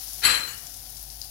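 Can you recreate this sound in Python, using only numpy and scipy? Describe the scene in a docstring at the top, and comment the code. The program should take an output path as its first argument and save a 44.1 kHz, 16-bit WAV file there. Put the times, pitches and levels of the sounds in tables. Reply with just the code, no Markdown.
"""A kitchen: two lumps of butter sizzle in a hot frying pan, a fine hiss of tiny bursting bubbles
with a few sharper spits. Nearby a steel utensil, probably a knife, is put down on the worktop:
it clatters, rings and settles with a lighter clink. The room echoes over a low hum.
The right microphone is shaded and hears little treble."""
import sys
import numpy as np
from scipy import signal
from scipy.fft import rfft, irfft, next_fast_len
from scipy.io import wavfile
from scipy.ndimage import map_coordinates

SR = 44100
rng = np.random.default_rng(int(sys.argv[2]) if len(sys.argv) > 2 else 0)


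def wav_record(signal):
    """Record a signal, one row per channel, as 16-bit PCM in the file named by sys.argv[1]."""
    frames = np.transpose(np.atleast_2d(signal))
    bounded = np.clip(frames, -1, 1)
    # unit amplitude maps onto the largest positive 16-bit level
    quanta = np.round(bounded * 32767).astype(np.int16)
    wavfile.write(sys.argv[1], SR, quanta)


N = 57330
HIT_SAMPLES, TAIL_SAMPLES, BURST_SAMPLES = 12000, 20000, 3000
ATTACK_S = 0.0013


def amp(db):
    """Decibels to gain."""
    return 10 ** (np.asarray(db) / 20)


def unit_rms(x):
    """x scaled to rms 1."""
    return x / np.sqrt(np.mean(x ** 2) + 1e-20)


def along(points, hz):
    """(frequency [Hz], value) points interpolated on a log axis."""
    knots_hz, values = np.transpose(points)
    return np.interp(np.log(hz + 1), np.log(knots_hz + 1), values)


def wobble(knots_per_s):
    """Smooth random curve."""
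    knots = rng.standard_normal(int(N * knots_per_s / SR) + 4)
    return map_coordinates(knots, [np.arange(N) * knots_per_s / SR])


def filtered(x, response):
    """Zero-phase filter with gain response(hz)."""
    n = x.shape[-1]
    size = next_fast_len(n + 2048)
    return irfft(rfft(x, size) * response(np.fft.rfftfreq(size, 1 / SR)), size)[..., :n]


def coloured(x, spectrum):
    """x shaped by a spectrum, at rms 1."""
    return unit_rms(filtered(x, lambda hz: amp(along(spectrum, hz))))


def diffuse(size=N):
    """Flat stereo noise, partly alike in the bass, unrelated in the treble."""
    # (frequency [Hz], left-right correlation [1])
    correlation = [(60, 0.25), (300, 0.98), (700, 0.59), (1400, 0.0036), (3000, 0)]
    angle = np.arccos(np.clip(along(correlation, np.fft.rfftfreq(size, 1 / SR)), -1, 1)) / 2
    mid, side = irfft(rfft(rng.standard_normal((2, size))) * [np.cos(angle), np.sin(angle)], size)
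    return np.array([mid + side, mid - side])


def add(out, start_s, x):
    """Mix x into out."""
    i = max(round(start_s * SR), 0)
    out[..., i:i + x.shape[-1]] += x[..., :N - i]


def sizzle():
    """Thousands of tiny bursts a second, over the hiss into which the smallest merge."""
    # sizzle envelope, two runs of (time [s], level [dB])
    envelope = [
        [(0.0, -39), (0.19, -39), (0.2, -39.5)],
        [(0.62, -43.5), (1.268, -44.5), (1.3, -45.5)],
    ]
    # sizzle spectrum (frequency [Hz], density [dB])
    fizz = [(300, -26), (1100, -17.5), (1500, -14), (2400, -15.5), (3300, -9), (4300, -5.5), (5300, -0.5),
            (6500, -3.5), (8200, -12), (9400, -1), (11000, 0), (12600, -3), (14000, -2), (15800, -8)]
    bubbles_per_s, spread_db, flutter_db = 3000, 5, 0.45
    level_db = np.interp(np.arange(N) / SR, *np.vstack(envelope).T) + flutter_db * wobble(71.2)
    onsets = rng.random(N) < bubbles_per_s / SR
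    bursts = onsets * amp(spread_db * np.minimum(rng.standard_normal(N), 2.5))
    bubbles = coloured(bursts * rng.choice([-1, 1], (2, N)), fizz)
    hiss = coloured(diffuse(), fizz)
    return amp(level_db) * (amp(2.5) * bubbles + amp(3.5) * hiss)


def background():
    """Wavering hum of appliances over a low rumble."""
    # hum tones (frequency [Hz], level [dB])
    tones = [(50, -53), (123, -66)]
    # room rumble (frequency [Hz], density [dB])
    rumble = [(20, -19), (35, -9), (60, -1), (85, -4.5), (130, -5), (180, -16.5), (290, -16), (410, -26),
              (630, -20), (735, -9.5), (830, -15.5), (1000, -22), (1400, -34), (4000, -32)]
    hum, t = np.zeros(N), np.arange(N) / SR
    for hz, db in tones:
        peak = np.sqrt(2) * amp(db + 4.1 * wobble(4.42))
        hum += peak * np.sin(2 * np.pi * hz * t + 0.5 * wobble(5.6))
    return hum + amp(-53) * coloured(diffuse(), rumble)


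def spits():
    """Larger bubbles burst with a brief ping and a crack around the same pitch."""
    # pops and sputters of fat (time [s], level [dB], pitch [Hz], rise [ms])
    pops = [(0.0408, -27, 13100, .4), (.066, -38, 5700, 3), (0.082, -39, 5860, 2.8),
            (0.1333, -22.5, 10830, 0.55), (.185, -43, 9800, 0.98), (0.546, -32, 10200, 0.76),
            (.576, -34, 5600, 1.45), (0.6679, -31, 5600, 1.5), (.740, -38, 5970, 3.3),
            (0.766, -34.5, 10300, 2.7), (0.85, -39, 4620, 1.5), (0.897, -33, 11500, 3.5),
            (.9635, -43, 11000, 1.8), (.966, -35, 5600, 3.3), (.971, -35.5, 9930, 1.9),
            (1.0140, -32, 10930, 0.86), (1.028, -23, 14100, .5), (1.1021, -29.5, 5560, 0.4),
            (1.2160, -23, 5080, 0.46), (1.247, -30, 10800, 0.77)]
    crack_octaves, ping_t60_s = 0.57, 0.04
    out, t = np.zeros((2, N)), np.arange(BURST_SAMPLES) / SR
    for start_s, db, hz, rise_ms in pops:
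        noise = rng.standard_normal((2, BURST_SAMPLES))
        crack = filtered(noise, lambda f: 1 / (1 + (np.log2((f + 1) / hz) / crack_octaves) ** 2))
        ping = np.sin(2 * np.pi * hz * t) * amp(-60 * t / ping_t60_s)
        age = 1000 * t / rise_ms
        envelope = amp(db) * age * np.exp(1 - age)
        add(out, start_s, envelope * (ping + 0.68 * unit_rms(crack)))
    return out + amp(-3) * kitchen_echo(out)


def kitchen_echo(x):
    """Diffuse room tail; treble dies first."""
    # room decay (frequency [Hz], t60 [s])
    decay = [(200, 0.75), (1500, 0.6), (4000, 0.4), (8000, 0.46), (14000, 0.19)]
    hz, t, bins = signal.stft(diffuse(TAIL_SAMPLES), SR, nperseg=256)
    tail = signal.istft(bins * amp(-60 * t / along(decay, hz)[:, None]), SR, nperseg=256)[1]
    return signal.fftconvolve(x, tail / np.linalg.norm(tail[0]), axes=1)[:, :N]


def steel_ring(modes, tilt_db_per_octave=0):
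    """One blow on steel; chatter against the worktop makes each mode flutter."""
    pivot_hz, chatter_per_s, chatter_depth = 4075, 175, 0.67
    out, t = np.zeros(HIT_SAMPLES), np.arange(HIT_SAMPLES) / SR
    for hz, db, t60_s in modes:
        level_db = db + tilt_db_per_octave * np.log2(hz / pivot_hz) + rng.normal()
        knots = rng.standard_normal(size=256) + 1j * rng.standard_normal(size=256)
        chatter = 1 + chatter_depth * np.interp(t * chatter_per_s, np.arange(len(knots)), knots)
        tone = np.exp(2j * np.pi * (hz * t + rng.random()))
        out += amp(level_db - 60 * t / t60_s) * np.imag(chatter * tone)
    return out * (1 - np.exp(-t / ATTACK_S))


def knock(t60_s=0.037):
    """Short dense rap on the worktop."""
    # knock spectrum (frequency [Hz], density [dB])
    spectrum = [(60, -19.5), (180, -21.5), (280, -17), (400, -20), (520, -11.5), (640, -25), (1000, -6),
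                (1600, -1.5), (2400, -1.5), (3500, -4.5), (4400, -1.5), (5300, -11), (9000, -13),
                (13000, -12.5), (15800, -36)]
    t = np.arange(BURST_SAMPLES) / SR
    envelope = amp(-60 * t / t60_s) * (1 - np.exp(-t / ATTACK_S))
    rap = envelope * coloured(diffuse(BURST_SAMPLES), spectrum)
    return np.pad(rap, ((0, 0), (0, HIT_SAMPLES - BURST_SAMPLES)))


def thud(hz=66, rise_s=0.03, t60_s=0.85):
    """Low mode of the struck worktop."""
    t = np.arange(N) / SR
    return amp(-60 * t / t60_s) * (1 - np.exp(-t / rise_s)) * np.sin(2 * np.pi * hz * t)


def utensil():
    """Each contact rings the steel and knocks the worktop, which thuds; a last clink as it settles."""
    # contacts (time [s], ring level [dB], knock level [dB], ring tilt [dB/octave])
    contacts = [(0.219, -40, -33, -14), (0.225, -39.5, -25.5, -12.5), (.232, -24.5, -24.5, -9.5),
                (0.2362, -16, -16.5, -4), (.243, -20.5, -13.5, -6), (.250, -10, -9, 2.5),
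                (.259, -16.5, -16, -4), (.270, -21.5, -27, 3), (.298, -17.5, -17, -7.5),
                (.312, -20, -20.5, -4.5), (.339, -17.5, -22.5, -4), (0.371, -48, -34.5, -2),
                (.412, -62, -58, 5)]
    # steel modes (frequency [Hz], level [dB], t60 [s])
    steel_modes = [(1355, -20, 0.14), (1644, -18.5, 0.14), (1869, -17, 0.12), (2412, -15, 0.13),
                   (3122, -14, .15), (4014, -7.5, 0.12), (4091, -0.5, 0.27), (4210, -11, 0.11),
                   (4342, -5.5, 0.13), (6410, -16, 0.11), (7400, -12.5, 0.1), (7560, -14.5, 0.28),
                   (7953, -7.5, 0.12), (11030, -7, 0.031), (11107, -3, 0.15), (12400, -34, .15),
                   (14050, -18, .08)]
    # settling clink modes (frequency [Hz], level [dB], t60 [s])
    clink_modes = [(2872, -9.5, 0.36), (2927, -10, 0.35), (4366, 0.5, 0.23), (6770, -9, 0.29),
                   (8012, -6.5, 0.19), (9600, -12, 0.056), (12170, -3.5, .08)]
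    thud_s, settle_s = 0.228, 0.4757
    hits = [(start_s, amp(ring_db) * steel_ring(steel_modes, tilt), amp(knock_db) * knock())
            for start_s, ring_db, knock_db, tilt in contacts]
    hits.append((settle_s, amp(-27) * steel_ring(clink_modes), amp(-32) * knock()))
    out = np.zeros((2, N))
    for start_s, ring, rap in hits:
        add(out, start_s, amp(-4) * ring + rap)
        add(out, start_s, kitchen_echo(amp(-6) * ring + amp(4) * rap))
    add(out, thud_s, amp(-38) * thud())
    return out


def shaded(pair, shade):
    """The right microphone loses treble."""
    return np.array([pair[0], filtered(pair[1], lambda hz: amp(along(shade, hz)))])


def scene():
    """Pan, kitchen and utensil at the two microphones."""
    # right microphone re left, pan and room (frequency [Hz], gain [dB])
    pan_shade = [(60, -4.5), (400, 0), (750, 0), (1300, -10), (2400, -7.5), (4100, -19), (5500, -24),
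                 (8000, -29), (9800, -21), (11200, -12.5), (12200, -15), (14000, -18)]
    # right microphone re left, utensil's direction (frequency [Hz], gain [dB])
    utensil_shade = [(60, 1.5), (400, -1), (750, 0), (1300, -8), (2400, -8.5), (4100, -15.5), (5500, -21),
                     (8000, -25), (9800, -23), (11100, -7), (12100, -11), (13000, -20)]
    return shaded(sizzle() + spits() + background(), pan_shade) + shaded(utensil(), utensil_shade)


def record(dry):
    """Soft clipping of the highest peaks, then a band limit."""
    ceiling, top_hz = 0.99, 15850
    clipped = dry / (1 + (dry / ceiling) ** 6) ** (1 / 6)
    return filtered(clipped, lambda hz: hz < top_hz)


dry = scene()
out = record(dry)
wav_record(out)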